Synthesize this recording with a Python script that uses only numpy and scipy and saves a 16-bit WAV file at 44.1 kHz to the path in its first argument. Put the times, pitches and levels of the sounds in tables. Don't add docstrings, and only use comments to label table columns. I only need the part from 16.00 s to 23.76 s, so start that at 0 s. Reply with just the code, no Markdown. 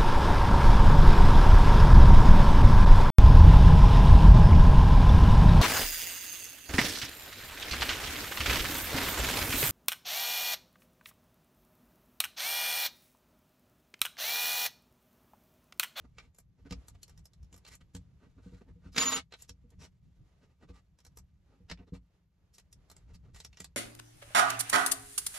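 import sys
import numpy as np
from scipy import signal
from scipy.fft import rfft, irfft
from scipy.io import wavfile

SR = 44100
rng = np.random.default_rng(int(sys.argv[2]) if len(sys.argv) > 2 else 0)


def output_pcm(signal):
    pcm = np.clip(np.atleast_2d(signal).T, -1, 1) * 32767
    wavfile.write(sys.argv[1], SR, np.round(pcm).astype(np.int16))


def ratio(d):
    e = np.asarray(d, float) / 20
    return 10 ** e


N = 342216
HZ = np.maximum(np.fft.rfftfreq(N, 1 / SR), 1)


def rms_one(x):
    return x / np.sqrt(np.mean(x ** 2) + 1e-20)


def at_hz(points, hz):
    table_hz, value = np.array(points).T
    return np.interp(np.log(hz), np.log(table_hz), value)


def coloured(x, spectrum):
    return rms_one(irfft(rfft(x) * ratio(at_hz(spectrum, HZ)), N))


def drift(rate):
    knots = rng.standard_normal(int(N / SR * 60) + 2)
    place = np.arange(N) / SR * np.clip(rate, 1, 59)
    return np.interp(place, np.arange(len(knots)), knots) * 1.22


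def ring(clicks, hz, t60):
    r, w = ratio(-60 / (t60 * SR)), 2 * np.pi * hz / SR
    return signal.lfilter([0, np.sin(w)], [1, -2 * r * np.cos(w), r * r], clicks + 1e-18)


def add(out, s, burst):
    i = int(s * SR)
    out[i:i + len(burst)] += burst[:N - i]


def grains(per_s, spread_db):
    sizes = ratio(spread_db * np.minimum(rng.exponential(1, N), 5)) * rng.choice([-1, 1], N)
    return sizes * (rng.random(N) < per_s / SR)


# (frequency [Hz], phase [rad])
PORT_LEAD = [(0, 0), (3000, -.3), (5200, -1.0), (7600, 1.8), (8960, 3.14), (10340, 4.1), (11370, 6.1),
             (14300, 8.6)]
# (frequency [Hz], level [dB])
PORT_TILT = [(200, .3), (3000, -3.5), (9000, 0)]


def port_pair():
    side = np.array([[.5], [-.5]])
    phase = np.interp(HZ, *np.transpose(PORT_LEAD))
    return np.exp(1j * phase * side) * ratio(at_hz(PORT_TILT, HZ) * side)


# (frequency [Hz], likeness [0-1])
PORT_LIKENESS = [(60, 1), (300, 0.6), (700, 0.54), (8000, 0.02)]


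def spread(spectrum):
    mid, side = rfft(rng.standard_normal((2, N))) * ratio(at_hz(spectrum, HZ))
    alike = np.clip(at_hz(PORT_LIKENESS, HZ), 0, 1)
    shared = np.sqrt(1 + alike) * mid * port_pair()
    opposed = np.sqrt(1 - alike) * side * [[1], [-1]]
    return rms_one(irfft(shared + opposed, N))


# (frequency [Hz], t60 [s], level [dB])
ROOM_TONES = [(183.9, 0.054, -80.5), (11450, 0.026, -104)]


def hum():
    out = np.zeros(N)
    for hz, t60, level_db in ROOM_TONES:
        once = ring(rng.standard_normal(N), hz, t60)
        out += ratio(level_db) * rms_one(ring(once, hz, t60))
    return out


# (frequency [Hz], level [dB per Hz])
AIR_COLOUR = [(180, -32), (300, 1.5), (1000, -9), (8200, -23), (11400, -27.5), (14600, -50)]


def rustle(busy_db):
    level_db = -83.5 + 0.5 * busy_db + 4.2 * drift(7.3)
    return ratio(level_db) * spread(AIR_COLOUR)


# (time [s], level [dB])
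HAND_ACTIVITY = [(0, -56), (.45, -69.5), (.8, -53), (1.3, -63.5), (2.5, -58.5), (3.3, -63.5), (4.3, -59.5),
                 (4.95, -64), (5.5, -63), (6.3, -68.5), (7, -61), (7.76, -61.5)]


def hand_activity():
    return np.interp(np.arange(N) / SR, *np.transpose(HAND_ACTIVITY))


# (frequency [Hz], level [dB per Hz])
RUMBLE_COLOUR = [(15, -32.5), (25, -13), (65, 0), (108, -7.5), (183, -10), (211, -23.5), (274, -25),
                 (500, -47.5), (1100, -120)]


def desk_rumble(level_db):
    return ratio(level_db + 4.0 * drift(14)) * spread(RUMBLE_COLOUR)


# (frequency [Hz], level [dB])
DESK_MODES = [(180, -8), (269, 0), (340, -8), (480, -7), (668, -8), (1320, 0), (1610, -6), (2240, -8),
              (3106, -8), (3903, -7), (4705, -7)]


def in_wood(x, wood_db, t60):
    return rms_one(x + sum(ratio(db + wood_db) * ring(x, hz, t60) for hz, db in DESK_MODES))


# (time [s], level [dB], pitch [Hz])
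NUDGES = [(0.659, -50, 284), (0.715, -36, 175), (1.528, -47, 80), (1.951, -38.5, 64.4), (2.264, -57, 177),
          (2.369, -50.5, 78), (2.465, -42, 181), (2.527, -42, 115), (2.762, -51.5, 175),
          (2.861, -42.5, 164.6), (3.494, -46.5, 60.3), (3.645, -52, 234.5), (4.632, -52.5, 301),
          (4.699, -43, 85), (5.606, -49, 178.8), (5.709, -37, 162), (5.8, -46, 65), (5.927, -37, 161.3),
          (7.605, -47, 183)]


def thumps():
    out, t = np.zeros(N), np.arange(8192) / SR
    pitches = [55, 90] + [hz for hz, db in DESK_MODES[:4]]
    for s, peak_db, hz in NUDGES:
        phase = rng.uniform(0, 2 * np.pi, len(pitches) + 1)
        strength = rng.uniform(0.2, 0.75, len(pitches))
        rock = np.sin(2 * np.pi * hz * t + phase[-1]) * ratio(-60 * t / .12)
        for f, p, g in zip(pitches, phase, strength):
            fade = ratio(-60 * t * np.sqrt(f) / 2.7)
            rock += g * min(1, 190 / f) * np.sin(2 * np.pi * f * t + p) * fade
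        rise = 1 - np.exp(-t / 0.0061)
        uneven = ratio(1.4 * np.interp(t * 70, np.arange(16), rng.standard_normal(16)))
        add(out, s - .006, ratio(peak_db) * rise * uneven * rock)
    return out


BODY_HZ = [1900, 2660, 4220, 5370, 7630]


def stirred(hz, nearest_hz):
    nearest_db, sharpness = 7, 12
    share, off = rng.uniform(0, 1, (2, len(BODY_HZ)))
    others_hz = BODY_HZ * (1 + 0.04 * (off - .5))
    peaks = [(nearest_hz, ratio(nearest_db))] + list(zip(others_hz, share))
    return 1 + sum(g / (1 + 2j * sharpness * (hz / f - 1)) for f, g in peaks)


# (middle [s], length [s], level [dB], brightness [dB per octave],
# nearest resonance [Hz])
STROKES = [(0.048, 0.033, -58.5, -6.5, 1430), (0.22, 0.18, -69.5, -1.5, 2290),
           (0.597, 0.044, -68, -4.5, 5400), (0.666, 0.046, -56, -4, 1500), (0.955, 0.023, -66.5, -1, 685),
           (1.099, 0.069, -73, 2, 1320), (1.683, 0.032, -55, 3.5, 686), (1.732, 0.087, -57.5, 3, 2120),
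           (1.813, 0.024, -63, -1, 3000), (2.24, 0.092, -63.5, -4.5, 1500),
           (2.394, 0.05, -60.5, -6.5, 1350), (2.518, 0.29, -71.5, -1, 1500),
           (2.617, 0.025, -54.5, -7, 1530), (2.686, 0.093, -63, -8, 1800), (2.862, 0.11, -65, -3, 1430),
           (2.937, 0.046, -63, 4, 4990), (3.406, 0.12, -61.5, 5, 676), (3.729, .04, -66, -6, 1815),
           (3.835, 0.11, -56, 0, 5700), (4.434, 0.069, -71, -2.5, 1554), (4.505, 0.14, -79.5, -5, 2600),
           (4.629, 0.069, -61.5, -4.5, 1480), (4.701, 0.068, -66.5, -1.5, 1120),
           (4.766, 0.094, -65.5, -0.5, 1204), (5.531, 0.18, -71.5, -6, 1414),
           (5.81, 0.091, -59, -7.5, 2550), (5.884, 0.043, -64.5, -3.5, 3900), (5.956, 0.065, -59, -1, 1063),
           (6.555, .07, -67, 8.5, 5500), (7.102, 0.093, -68, -3.5, 1357), (7.152, 0.044, -63, 3.5, 4820),
           (7.275, 0.12, -69.5, -5.5, 1380), (7.384, .11, -60.5, 4, 1900)]
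# (frequency [Hz], level [dB per Hz])
RUB_COLOUR = [(120, -29), (250, 3), (1000, -6), (5900, -12), (8400, -12.5), (11500, -21.5), (14600, -38.5)]


def rubs(busy_db):
    grit = in_wood(coloured(grains(5100, 1.9), RUB_COLOUR), wood_db=-47, t60=0.055)
    grit = grit * ratio(2.2 * drift(55))
    scuff_db = -86.5 + busy_db - 0.5 * drift(22)
    out = ratio(scuff_db) * rms_one(grit)
    for s, length_s, level_db, tilt_db, nearest_hz in STROKES:
        i, n = int((s - length_s / 2) * SR), int(length_s * SR)
        hz = np.maximum(np.fft.rfftfreq(n, 1 / SR), 150)
        colour = ratio(tilt_db * np.log2(hz)) * stirred(hz, nearest_hz)
        stroke = irfft(rfft(grit[i:i + n]) * colour, n)
        add(out, i / SR, ratio(level_db) * rms_one(stroke) * np.hanning(n))
    return out


# (time [s], level [dB])
KEY_BOUNCES = [(2.9467, -39), (2.9628, -14.5), (2.9755, -12), (2.9805, -4.5), (3.0114, -19), (3.0245, -13),
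               (3.056, -20), (3.084, -21), (3.122, -29)]


def knocks():
    level_db, follows, cycles = -30.5, .6, 22
    s, peak_db = np.transpose(KEY_BOUNCES)
    out = np.zeros(N)
    for hz, mode_db in DESK_MODES:
        chance_db = rng.normal(0, 1.3, len(s))
        clicks = np.zeros(N)
        clicks[(s * SR).astype(int)] = ratio(level_db + mode_db + follows * (peak_db - peak_db.max()) + chance_db)
        out += ring(clicks, hz, cycles / np.sqrt(DESK_MODES[1][0] * hz))
    return signal.sosfilt(signal.butter(2, 200, "high", fs=SR, output="sos"), out)


# (frequency [Hz], level [dB], beats [per s])
KEY_MODES = [(1084, -11, 28), (6845, 0, 15), (12760, -17, 19), (14374, -20, 12.3)]
# (frequency [Hz], level [dB per Hz])
CLATTER_COLOUR = [(150, -19.5), (280, -10), (980, -8.5), (2900, -5.5), (6400, -9.5), (8800, -10.5),
                  (11000, -20), (14600, -43.5)]


def dropped_key():
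    touch_s, land_s, catch_s, still_s = 2.946, 2.975, 3.16, 3.215
    t = np.arange(N) / SR
    since = np.maximum(t - touch_s, 0)
    caught = np.maximum(t - catch_s, 0) / (still_s - catch_s)
    clatter = ratio(-31.5 - 26 * since - 29 * caught ** 2)
    clatter *= (1 - np.exp(-since / 0.029)) ** 2
    ringing = ratio(-20.5 - 60 * since - 48 * caught)
    ringing *= (1 - np.exp(-since / 0.05)) ** 2
    wooden = in_wood(coloured(grains(6000, 1.9), CLATTER_COLOUR), wood_db=-36, t60=0.09)
    chatter = clatter * ratio(2.4 * drift(55)) * wooden
    blow = t[:2048]
    crack_band = signal.butter(2, [1600, 6000], "band", fs=SR, output="sos")
    for s, peak_db in KEY_BOUNCES:
        crack = rng.laplace(0, .7, len(blow)) * ratio(peak_db - 60 * blow / .018)
        crack *= 1 - np.exp(-blow / 0.0019)
        add(chatter, s, signal.sosfilt(crack_band, crack))
    steel = np.zeros(N)
    for hz, level_db, beats in KEY_MODES:
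        beating = np.sin(np.pi * beats * (t - land_s))
        steel += ratio(level_db) * np.sin(2 * np.pi * hz * t) * beating
    return chatter + knocks() + ringing * steel


# (time [s], level [dB], brightness [dB per octave],
# overlap repeat of the tick, from sped-up playback [dB], nearest resonance [Hz])
KEY_TICKS = [(0.1836, -44.5, -8.5, -8, 2350), (0.347, -61, 10, -5.5, 7050), (0.3859, -49.5, 14, -9.5, 2210),
             (0.709, -41.5, -4.5, 1, 5220), (0.883, -45, 9, -15.5, 2090), (1.031, -42, 5.5, -33, 3120),
             (1.0802, -57, 8, 0, 5600), (1.1768, -55.5, 5, -7.5, 5600), (1.2552, -49.5, 11, -19, 5330),
             (1.3346, -60.5, 4.5, -17, 4120), (1.4293, -62.5, 3, -7.5, 5450),
             (1.5274, -51.5, 4.5, -1, 7210), (1.5626, -55, 13.5, -1, 5220), (1.65, -51, -4.5, -1.5, 4160),
             (1.752, -47, 14, -25, 7210), (1.9498, -43.5, 3, -6, 1670), (3.323, -46, -8, 0.5, 4010),
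             (3.4216, -40.5, 15, -37, 7500), (3.4932, -39.5, 1.5, -23, 5570),
             (3.704, -63.5, 9, -14.5, 3444), (4.988, -59.5, 2, -3, 5470), (5.0502, -52.5, 6.5, -2.5, 5660),
             (5.1722, -46, 12.5, -6.5, 5790), (5.699, -39.5, -7, 1.5, 5200), (5.775, -60.5, -13, -4, 2728),
             (6.5827, -49.5, 3, -8.5, 1900), (6.7277, -48, 8.5, -25, 5540), (6.8999, -52, 9, 0.5, 4030),
             (6.9654, -53, 3, -13, 7650), (7.3464, -50, 0, -2, 1860), (7.4019, -42.5, 0.5, -20, 1890),
             (7.448, -39, 2.5, -16.5, 5650), (7.5295, -57.5, -4, -8, 2720), (7.572, -48, -4.5, -11, 5540),
             (7.6025, -38, 3.5, -13, 1900), (7.6445, -39, 3, -22, 4460)]
# (frequency [Hz], level [dB per Hz])
TICK_SPECTRUM = [(600, -42), (1300, -19.5), (3600, -9), (7400, -6.5), (9000, -11.5), (11900, -16.5),
                 (14600, -38.5)]


def ticks():
    pre_echo_s, repeat_delay_s = 0.017, 0.0152
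    out, t = np.zeros(N), np.arange(8192) / SR - pre_echo_s
    hz, after = np.maximum(np.fft.rfftfreq(len(t), 1 / SR), 1), np.maximum(t, 0)
    later = np.maximum(t - repeat_delay_s, 0)
    pre_echo = ratio(-24.0) * (t < 0) * (1 + t / pre_echo_s)
    tail_fade = np.clip((.055 - t) / 0.052, 0, 1)
    for s, peak_db, tilt_db, repeat_db, nearest_hz in KEY_TICKS:
        noise = rng.standard_normal(len(t))
        uneven = ratio(2.0 * np.interp(after * 250, np.arange(64), rng.standard_normal(64)))
        crack = ratio(-60 * after / 0.033) + ratio(-16.0 - 60 * after / 0.022) * uneven
        crack *= 1 - np.exp(-after / 0.0012)
        repeat = ratio(repeat_db - 60 * later / 0.061) * (1 - np.exp(-later / 0.00029))
        contact = rfft(noise * (pre_echo + crack + repeat) * tail_fade)
        bright_db = tilt_db * np.log2(np.maximum(hz, 2000) / 4000)
        sharp = ratio(at_hz(TICK_SPECTRUM, hz) + bright_db) * stirred(hz, nearest_hz)
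        dull = ratio(8.5 + 0.5 * repeat_db) * np.exp(-(np.log2(hz / 450) / 2.0) ** 2)
        colour = sharp / np.sqrt(np.mean(np.abs(sharp) ** 2)) + dull
        add(out, s - .001 - pre_echo_s, ratio(peak_db) * irfft(contact * colour, len(t)))
    return out


def ports(x):
    t60_s, echo_db = 0.072, -8
    t = np.arange(SR // 4) / SR
    echoes = rng.standard_normal((2, len(t))) * ratio(-60 * t / t60_s) * (t > .002)
    echoes = signal.sosfilt(signal.butter(2, [400, 6500], "band", fs=SR, output="sos"), echoes)
    echoes = echoes / np.sqrt(np.sum(echoes ** 2, axis=1, keepdims=True))
    direct = irfft(rfft(x) * port_pair(), N)
    return direct + ratio(echo_db) * signal.fftconvolve(x[None], echoes, axes=1)[:, :N]


def scene():
    rumble_db = hand_activity()
    busy_db = rumble_db - rumble_db.mean()
    background = hum() + rustle(busy_db) + desk_rumble(rumble_db)
    contacts = thumps() + rubs(busy_db) + dropped_key() + ticks()
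    return background + ports(contacts)


def band_limit(x):
    return signal.sosfilt(signal.butter(12, 14710, fs=SR, output="sos"), x)


def record(dry):
    return band_limit(dry)


dry = scene()
out = record(dry)
output_pcm(out)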